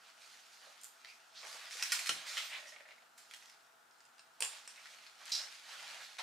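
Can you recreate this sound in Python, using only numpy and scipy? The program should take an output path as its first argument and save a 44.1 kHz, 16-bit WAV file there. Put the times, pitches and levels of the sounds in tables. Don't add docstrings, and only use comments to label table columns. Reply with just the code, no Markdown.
import sys
import numpy as np
from scipy import signal
from scipy.fft import rfft, irfft, next_fast_len
from scipy.io import wavfile
from scipy.ndimage import uniform_filter1d, map_coordinates

SR = 44100
rng = np.random.default_rng(int(sys.argv[2]) if len(sys.argv) > 2 else 0)


def store_wav(level_fs):
    pcm = np.round(np.clip(np.atleast_2d(level_fs), -1, 1) * 32767)
    wavfile.write(sys.argv[1], SR, pcm.T.astype(np.int16))


N = 274320
TIME = np.arange(N) / SR
SIZE = 8192
HZ = np.fft.rfftfreq(SIZE, 1 / SR)

# pitch_hz, width_hz, level_db
PLASTIC_MODES = [(1374, 110, 3.5), (1930, 340, 3), (2120, 65, 0), (2284, 35, 5), (2510, 36, 6),
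                 (3096, 47, 1.5), (4270, 140, 0), (5150, 39, 2.5), (5460, 62, -2.5), (7000, 45, -6),
                 (7550, 55, 2)]
# time_s, relative_db
MOVEMENT = [(0, -63.5), (0.3, -63), (0.8, -63.5), (0.98, -67), (1.32, -65.5), (1.45, -51.5), (1.66, -53.5),
            (1.9, -44), (2.2, -53), (2.5, -52), (2.75, -63.5), (2.95, -66), (3.12, -75), (3.4, -62),
            (3.75, -75.5), (4.36, -72), (4.55, -61.5), (4.9, -57.5), (5.17, -62.5), (5.3, -51),
            (5.6, -56.5), (5.9, -51), (6.22, -59)]


def buckles(spot_width=0.11, tick_rattle_share=0.49):
    # start_s, tick_db, seat_delay_s, seat_db, rattle_t60_s, tilt_db_per_octave, spot_hz, spot_db
    closings = [(1.0476, -49.5, 0.0083, -59, 0.018, -3.5, 4400, 9),
                (1.431, -53, 0.019, -50, 0.014, -1.5, 2130, 15),
                (1.8253, -31, 0.0031, -43, 0.026, -1, 5360, 8.5),
                (1.8358, -40, 0.0015, -45, .012, 1.5, 6040, 20),
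                (1.9204, -28.5, 0.0052, -35.5, 0.077, 4, 1470, 10.5),
                (1.992, -39, 0.0038, -44, 0.018, 2.5, 2500, 10),
                (2.0604, -39, 0.0093, -36, 0.064, 2, 3930, -8),
                (2.0926, -29.5, .0026, -32.5, 0.021, -0.5, 2940, 3),
                (2.37, -37, 0.007, -36.5, 0.088, -2, 3050, 9),
                (3.176, -65, 0.0028, -56.5, 0.12, 5, 1730, 13),
                (3.3112, -51, 0.026, -48, 0.025, -0.5, 3250, 6.5),
                (3.3467, -56.5, 0.017, -60, 0.017, 4.5, 5500, 2),
                (3.42, -68, 0.0043, -58, 0.013, -4, 5940, 5), (3.458, -60, 0.04, -57, 0.014, 0.5, 5600, -1),
                (4.8498, -61, 0.0053, -52, 0.081, -3, 1970, 7),
                (5.0654, -54.5, .003, -58.5, 0.048, -4.5, 4140, 11),
                (5.2558, -54, 0.039, -55, .007, 6, 6200, -3),
                (6.1843, -46.5, .0031, -43.5, 0.19, -3.5, 3930, 5)]
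    out = np.zeros((2, N))
    for s, tick_db, delay, seat_db, t60, tilt_db, hz, spot_db in closings:
        modes = gripped(PLASTIC_MODES, detune=0.011) + [(hz, hz * spot_width, spot_db)]
        buckle = body(modes, crack_db=-2.5, tilt_db=tilt_db, small_hz=910, soft_hz=20000)
        for at, db, rattle in [(s, tick_db, tick_rattle_share * t60), (s + delay, seat_db, t60)]:
            add(out, at, amp(db) * entryway(contact(buckle, rattle, snap=1.65), wet_db=0, right_db=2))
    return out


def clasp(spot_width=0.046):
    # start_s, level_db, rattle_t60_s, tilt_db_per_octave, spot_hz, spot_db
    strikes = [(0.8134, -59, .02, 9, 12000, -2), (0.835, -50, 0.0093, 7, 12000, -13),
               (0.844, -48.5, 0.0042, 6.5, 3550, 17), (4.4055, -35, 0.014, -3.5, 9000, 19),
               (4.4232, -30.5, 0.014, -3, 4030, 2), (4.432, -45, .03, 2, 7360, 3),
               (4.449, -38.5, 0.015, -3.5, 7400, 11), (4.6763, -46, 0.02, -4, 5650, 14)]
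    # pitch_hz, width_hz, level_db
    hook_modes = [(480, 80, 1), (920, 150, 1.5), (1510, 440, -8.5), (2510, 430, 3.5), (4590, 290, 9.5),
                  (5700, 220, 5), (7280, 380, 12), (8230, 550, 5.5), (8800, 470, 8), (11700, 1100, -12)]
    out = np.zeros((2, N))
    for s, db, t60, tilt_db, hz, spot_db in strikes:
        modes = gripped(hook_modes, detune=0.022) + [(hz, hz * spot_width, spot_db)]
        hook = body(modes, crack_db=-1, tilt_db=tilt_db, small_hz=1500, soft_hz=16000)
        add(out, s, amp(db) * entryway(contact(hook, t60, snap=0.94), wet_db=0.5, right_db=1.5))
    return out


def strap_zip(ribs_per_s=1100, scatter=0.75, attack_s=0.001, sag_db_per_s=239, end_s=5.465):
    # start_s, level_db
    tugs = [(5.318, -32.5), (5.348, -36), (5.389, -45.5), (5.432, -55)]
    # pitch_hz, width_hz, level_db
    adjuster_modes = [(4030, 310, 4), (4700, 410, 0.5), (5120, 340, 6.5), (5550, 280, 4), (6900, 690, -12)]
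    start_s = tugs[0][0]
    pulling = (TIME > start_s) & (TIME < end_s)
    spacing, strength = rng.standard_normal((500, 2)).T
    gaps = np.exp(scatter * spacing) / ribs_per_s
    catches = impulses(start_s + np.cumsum(gaps) - gaps[0], np.tanh(3 * strength))
    force = catches / rms(catches[pulling]) + rng.standard_normal(N)
    adjuster = body(adjuster_modes, crack_db=-10.5, small_hz=2500, soft_hz=9400)
    ring = signal.fftconvolve(force * pulling, adjuster)[:N]
    envelopes = [amp(db - sag_db_per_s * np.abs(TIME - s)) * np.clip((TIME - s) / attack_s, 0, 1)
                 for s, db in tugs]
    pull = np.linalg.norm(envelopes, axis=0)
    return entryway(ring / rms(ring[pulling]) * pull, wet_db=-4, right_db=3)


def rubbing():
    brush_gain, scrape_gain, hiss_gain = friction()
    jerks_db = 1.3 * wobble(30) + 0.62 * wobble(150)
    out = entryway(rasps() * amp(jerks_db), wet_db=-0.5, right_db=2)
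    for _ in range(2):
        brush = brush_gain * fibres(116, 1790, grain_db=-14.5, flutter_db=jerks_db)
        scrape = scrape_gain * fibres(1200, 4650, grain_db=-6, flutter_db=jerks_db)
        hiss = hiss_gain * fibres(4640, 16000, grain_db=-9, flutter_db=jerks_db)
        out += amp(-6) * entryway(folds(brush + scrape + hiss), wet_db=-2, right_db=3)
    return out


def friction(usual_db=-56, attack_s=0.02, release_s=0.021):
    # start_s, length_s, relative_db, brightness_db
    strokes = [(0.193, 0.21, -63.5, 7), (0.44, 0.29, -67, 7.5), (0.605, 0.093, -77.5, -22),
               (1.055, 0.093, -67.5, 8.5), (1.415, 0.15, -64, -17), (1.453, 0.088, -58.5, 14.5),
               (1.566, 0.12, -55, -2), (1.695, 0.11, -53, 11), (1.92, 0.049, -47.5, 9),
               (2.12, 0.15, -51, -2.5), (2.249, 0.22, -47.5, 5), (2.498, 0.077, -52, -3.5),
               (2.651, 0.039, -57.5, 9.5), (3.157, 0.34, -74.5, 14.5), (4.399, 0.18, -54, 2.5),
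               (4.85, 0.21, -65.5, 2), (5.196, 0.28, -65, -13), (5.25, 0.11, -53, 7.5),
               (5.67, 0.13, -54.5, -2), (5.81, 0.2, -58, -9)]
    effort_db = movement_db() - 1.5 - usual_db
    brush_db = 0.68 * effort_db - 10.5
    power = amp(usual_db + np.array([brush_db, effort_db, effort_db - 2])) ** 2
    for s, length, db, bright_db in strokes:
        rise = np.clip((TIME - s) / attack_s, 0, 1)
        release = np.exp(-np.maximum(TIME - s - length, 0) / release_s)
        gains = amp([db - 8 - bright_db, db, db - 6.5 + bright_db])
        power += np.outer(gains, rise * release) ** 2
    return np.sqrt(power)


def fibres(low_hz, high_hz, grain_db, flutter_db, catches_per_s=350):
    # frequency_hz, density_db
    cloth = [(80, -21.5), (200, -21), (400, -16.5), (630, 1.5), (1000, 1), (1450, 2), (2300, 4.5),
             (4500, 2.5), (7000, -4.5), (10000, -12), (15500, -23)]

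    def band(hz):
        skirts = (1 + (low_hz / (hz + 1)) ** 8) * (1 + (hz / high_hz) ** 8)
        return amp(along(cloth, hz)) / np.sqrt(skirts)

    catches = (rng.random(N) < catches_per_s / SR) * rng.standard_normal(N)
    force = rng.standard_normal(N) + amp(grain_db) * catches / rms(catches)
    rub = filtered(force * amp(flutter_db), band)
    return rub / rms(rub)


def folds(rub, depth_db=2.5, bins=5, frames=7):
    spectra = signal.stft(rub, nperseg=512)[2]
    field = uniform_filter1d(rng.standard_normal(spectra.shape), bins, axis=0)
    field = uniform_filter1d(field, frames, axis=1)
    gain = amp(depth_db * field / rms(field))
    return signal.istft(spectra * gain / rms(gain), nperseg=512)[1][:N]


def rasps(grain_db=1.5, grains_per_s=450):
    # middle_s, half_length_s, level_db, centre_hz, glide_octaves_per_s, width_share_of_centre
    slides = [(1.098, 0.04, -63.5, 2420, -1, 0.22), (1.106, 0.037, -68, 4900, 3, 0.32),
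              (1.381, 0.021, -55, 4380, 6, 0.55), (1.803, 0.012, -53.5, 5200, 5, 0.44),
              (2.41, .032, -50, 3014, -3.5, 0.38), (2.448, 0.016, -63, 13800, -2, .12),
              (2.541, 0.021, -47.5, 2400, -1.5, 0.3), (2.684, 0.017, -71, 4580, -11, .22),
              (3.497, 0.034, -69, 5200, -3.5, 0.14), (4.783, 0.0099, -56.5, 2230, -8, 0.33)]
    out = np.zeros((1, N))
    t = np.arange(SR) / SR - 0.5
    for s, half, db, centre_hz, glide, width in slides:
        band = filtered(rng.standard_normal((2, SR)),
                        lambda hz: 1 / (1 + (hz / (width * centre_hz)) ** 2) ** 2)
        pitch_hz = centre_hz * 2 ** (glide * np.clip(t, -2 * half, 2 * half))
        phase = 2 * np.pi * np.cumsum(pitch_hz) / SR
        noise = band[0] * np.cos(phase) + band[1] * np.sin(phase)
        swell = np.exp(-(t / half) ** 2 / 2)
        add(out, s - 0.5, amp(db) * (noise / rms(noise) * swell)[None])
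    threads = amp(grain_db * wobble(grains_per_s))
    return out[0] * threads / rms(threads)


def creak(level_db=-8, settle_s=0.0036, settle_db=-3.5, rise_octaves_per_s=0.28):
    # start_s, relative_db
    slips = [(2.5925, -47.5), (2.628, -47), (2.657, -46), (2.671, -49.5), (2.7215, -47), (2.738, -52),
             (2.7614, -45), (2.8005, -51), (2.806, -45.5), (2.8532, -51), (2.862, -52), (2.8876, -48),
             (2.908, -48), (2.917, -52), (2.98, -56), (3.023, -56)]
    # pitch_hz, width_hz, level_db
    strap_modes = [(610, 80, 2.5), (1990, 240, 4), (2620, 190, -6), (3900, 170, -12)]
    out = np.zeros((1, N))
    (low_hz, width, low_db), *upper = strap_modes
    for s, db in slips:
        lowest = (low_hz * 2 ** (rise_octaves_per_s * (s - slips[0][0])), width, low_db)
        strap = body([lowest] + gripped(upper, detune=0.063), crack_db=-23, small_hz=480, soft_hz=4800)
        gaps = settle_s * np.exp(0.44 * rng.standard_normal(3))
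        for k, at in enumerate(s + np.cumsum(gaps) - gaps[0]):
            add(out, at, amp(db + level_db + k * settle_db) * contact(strap, t60=0.013, snap=2.3)[None])
    return entryway(out[0], wet_db=-0.5, right_db=2)


def knocks():
    # start_s, level_db
    closings = [(1.997, -58.5), (2.0925, -54), (4.426, -55), (6.19, -50.5)]
    # pitch_hz, width_hz, level_db
    hollow_modes = [(494, 130, -16.5), (740, 120, -1.5), (990, 65, 4)]
    out = np.zeros((2, N))
    hollow = body(hollow_modes, crack_db=-42, small_hz=1190, soft_hz=1470)
    for s, db in closings:
        add(out, s, amp(db) * entryway(contact(hollow, t60=0.037, snap=4.7), wet_db=6, right_db=-0.5))
    return out


def thuds(low_cut_hz=125):
    # start_s, level_db, softness_corner_hz
    jolts = [(2.095, -49.5, 900), (2.163, -63.5, 282)]
    # pitch_hz, width_hz, level_db
    pad_modes = [(159, 53, 8), (245, 78, 3.5), (338, 90, 0), (456, 64, 7), (636, 71, 11.5)]
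    out = np.zeros((2, N))
    low_cut = signal.butter(2, low_cut_hz, "high", fs=SR, output="sos")
    for s, db, soft_hz in jolts:
        pad = signal.sosfilt(low_cut, body(pad_modes, crack_db=-30, small_hz=200, soft_hz=soft_hz))
        add(out, s, amp(db) * entryway(contact(pad, t60=0.049, snap=19), wet_db=1.5, right_db=0))
    return out


def loose_ends(ticks_per_s=16, level_db=-7, scatter_db=1.5):
    spacing, strength = rng.standard_normal((200, 2)).T
    times = np.cumsum(np.exp(0.5 * spacing)) / ticks_per_s
    tick = contact(body(PLASTIC_MODES, crack_db=2, tilt_db=-1.5, small_hz=600), t60=0.0065, snap=16)
    blows = impulses(times, amp(scatter_db * np.tanh(strength)))
    ticks = signal.fftconvolve(blows * amp(movement_db() + level_db), tick)[:N]
    return entryway(ticks, wet_db=-4, right_db=-20)


def ring_tinks(spot_width=0.08):
    # start_s, level_db, tilt_db_per_octave, spot_hz, spot_db
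    touches = [(3.9102, -66.5, -3, 5200, 14), (3.9846, -71, -4, 7050, 12), (4.005, -61, -6, 6900, 11),
               (4.04, -69, 0, 8400, 2), (4.052, -64, -2, 6900, 15), (4.1816, -61.5, -5, 4960, 4),
               (4.194, -55, -6, 4900, 4)]
    # pitch_hz, width_hz, level_db
    ring_modes = [(1730, 560, 3.5), (2720, 130, 5), (3900, 160, -12), (4930, 310, 10), (6900, 300, 0),
                  (8500, 240, 7)]
    out = np.zeros((2, N))
    for s, db, tilt_db, hz, spot_db in touches:
        modes = ring_modes + [(hz, hz * spot_width, spot_db)]
        ring = body(modes, crack_db=-2, tilt_db=tilt_db, small_hz=2570, soft_hz=10000)
        add(out, s, amp(db) * entryway(contact(ring, t60=0.02, snap=2.2), wet_db=0, right_db=3))
    return out


def pats(centre_hz=540, width_hz=120):
    # start_s, level_db
    touches = [(0.668, -64), (1.443, -60), (1.548, -63.5), (1.752, -62.5), (2.415, -65.5)]
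    out = np.zeros((2, N))
    padding = body([(centre_hz, width_hz, 0)], crack_db=-40, small_hz=1500, soft_hz=910)
    for s, db in touches:
        add(out, s, amp(db) * entryway(contact(padding, t60=0.038, snap=2.9), wet_db=0, right_db=0))
    return out


def room_tone(air_db=-66.5, drone_db=-77):
    # frequency_hz, density_db
    air_spectrum = [(25, -38), (140, -19.5), (209, -18.5), (537, -11), (614, -15), (703, -4.5), (848, -3.5),
                    (1080, -6.5), (1380, 1.5), (2060, -12.5), (6380, -20), (6920, -16), (11200, -23),
                    (15500, -25.5)]
    # pitch_hz, width_hz, relative_db
    tones = [(242.2, 13, -3), (485, 9.8, -2), (659, 32, 1), (853, 51, -1), (1490, 56, -2)]
    air = filtered(spread(rng.standard_normal((2, N))), lambda hz: amp(along(air_spectrum, hz)))
    drone = filtered(spread(rng.standard_normal((2, N))), lambda hz: resonances(tones, hz) ** 1.18)
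    lean_left = amp([[0.4], [-0.4]])
    return (amp(air_db) * air / rms(air) + amp(drone_db) * drone / rms(drone)) * lean_left


def entryway(x, wet_db, right_db):
    # frequency_hz, t60_s
    walls = [(150, 0.3), (700, 0.25), (2500, 0.26), (6000, 0.31), (10000, 0.37), (15000, 0.38)]
    hz, t, spectra = signal.stft(rng.standard_normal((2, 2 * SIZE)), SR, nperseg=256)
    decay = amp(-60 * t / along(walls, hz)[:, None])
    tail = spread(signal.istft(spectra * decay, SR, nperseg=256)[1])
    t = np.arange(tail.shape[1]) / SR
    build_up = 1 - np.exp(-(t / 0.0028) ** 2)
    early_lift = 1 + 0.24 * np.exp(-t / 0.081)
    tail = tail * build_up * early_lift
    response = amp(wet_db) * tail / np.linalg.norm(tail[0])
    response[:, 0] += 1
    return signal.fftconvolve(x[None], response, axes=1)[:, :N] * amp([[-right_db / 2], [right_db / 2]])


def spread(pair):
    # frequency_hz, left_right_correlation
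    likeness = [(140, 0.99), (300, 0.84), (550, 0.4), (2000, 0.16), (5000, 0.28), (12000, 0.49)]
    turn = lambda hz: np.arccos(np.clip(along(likeness, hz), -1, 1)) / 2
    mid, side = filtered(pair, lambda hz: np.array([np.cos(turn(hz)), np.sin(turn(hz))]))
    return np.array([mid + side, mid - side])


def body(modes, crack_db, tilt_db=0, small_hz=330, soft_hz=22000):
    # frequency_hz, density_db
    crack = [(40, -67), (250, -27), (600, -28), (1400, -10), (3000, -2.5), (6000, -4), (10000, -10),
             (15500, -30.5)]
    power = amp(along(crack, HZ) + crack_db) ** 2 + resonances(modes, HZ)
    octaves = np.log2(np.clip(HZ, 1000, 12000) / 1000)
    radiation = (HZ + 1) / np.hypot(HZ, small_hz)
    softness = 1 / np.hypot(1, (HZ / soft_hz) ** 2)
    cepstrum = irfft(np.log(np.sqrt(power) * radiation * softness * amp(tilt_db * octaves)))
    cepstrum[1:SIZE // 2] *= 2
    cepstrum[SIZE // 2:] = 0
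    return irfft(np.exp(rfft(cepstrum)))[:SIZE // 2]


def contact(response, t60, snap):
    t = np.arange(SIZE) / SR
    force = rng.standard_normal(SIZE) * amp(-60 * t / t60)
    force[0] = snap
    x = signal.fftconvolve(force, response)
    return x / rms(x[:SR // 200])


def gripped(modes, detune):
    return [(hz * np.exp(detune * rng.standard_normal()), width, db) for hz, width, db in modes]


def resonances(modes, f):
    return sum(np.abs(amp(db) * f * width / (hz * hz - f * f + 1j * f * width)) ** 2
               for hz, width, db in modes)


def movement_db():
    return np.interp(TIME, *np.transpose(MOVEMENT))


def impulses(times, strengths):
    return np.bincount((times * SR).astype(int), strengths, N)[:N]


def wobble(rate):
    return map_coordinates(rng.standard_normal(int(N * rate / SR) + 4), [TIME * rate])


def along(points, hz):
    f, v = np.transpose(points)
    return np.interp(np.log(hz + 1), np.log(f + 1), v)


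def filtered(x, response):
    n = x.shape[-1]
    m = next_fast_len(n + SIZE)
    return irfft(rfft(x, m) * response(np.fft.rfftfreq(m, 1 / SR)), m)[..., :n]


def add(out, s, x):
    part = out[:, max(0, round(s * SR)):][:, :x.shape[1]]
    part += x[:, :part.shape[1]]


def amp(db):
    return 10 ** (np.asarray(db) / 20)


def rms(x):
    return np.sqrt(np.mean(x ** 2) + 1e-20)


def scene():
    fittings = buckles() + loose_ends() + clasp() + ring_tinks() + knocks()
    fabric = creak() + pats() + thuds() + strap_zip() + rubbing()
    return fittings + fabric + room_tone()


def record(dry):
    # frequency_hz, right_over_left_db
    ports = [(200, -0.5), (500, 2.5), (1000, -1.5), (4000, -0.5), (8000, 0.5), (12000, -1.5)]
    return filtered(dry, lambda hz: amp(np.outer([-0.5, 0.5], along(ports, hz))) * (hz < 15600))


dry = scene()
out = record(dry)
store_wav(out)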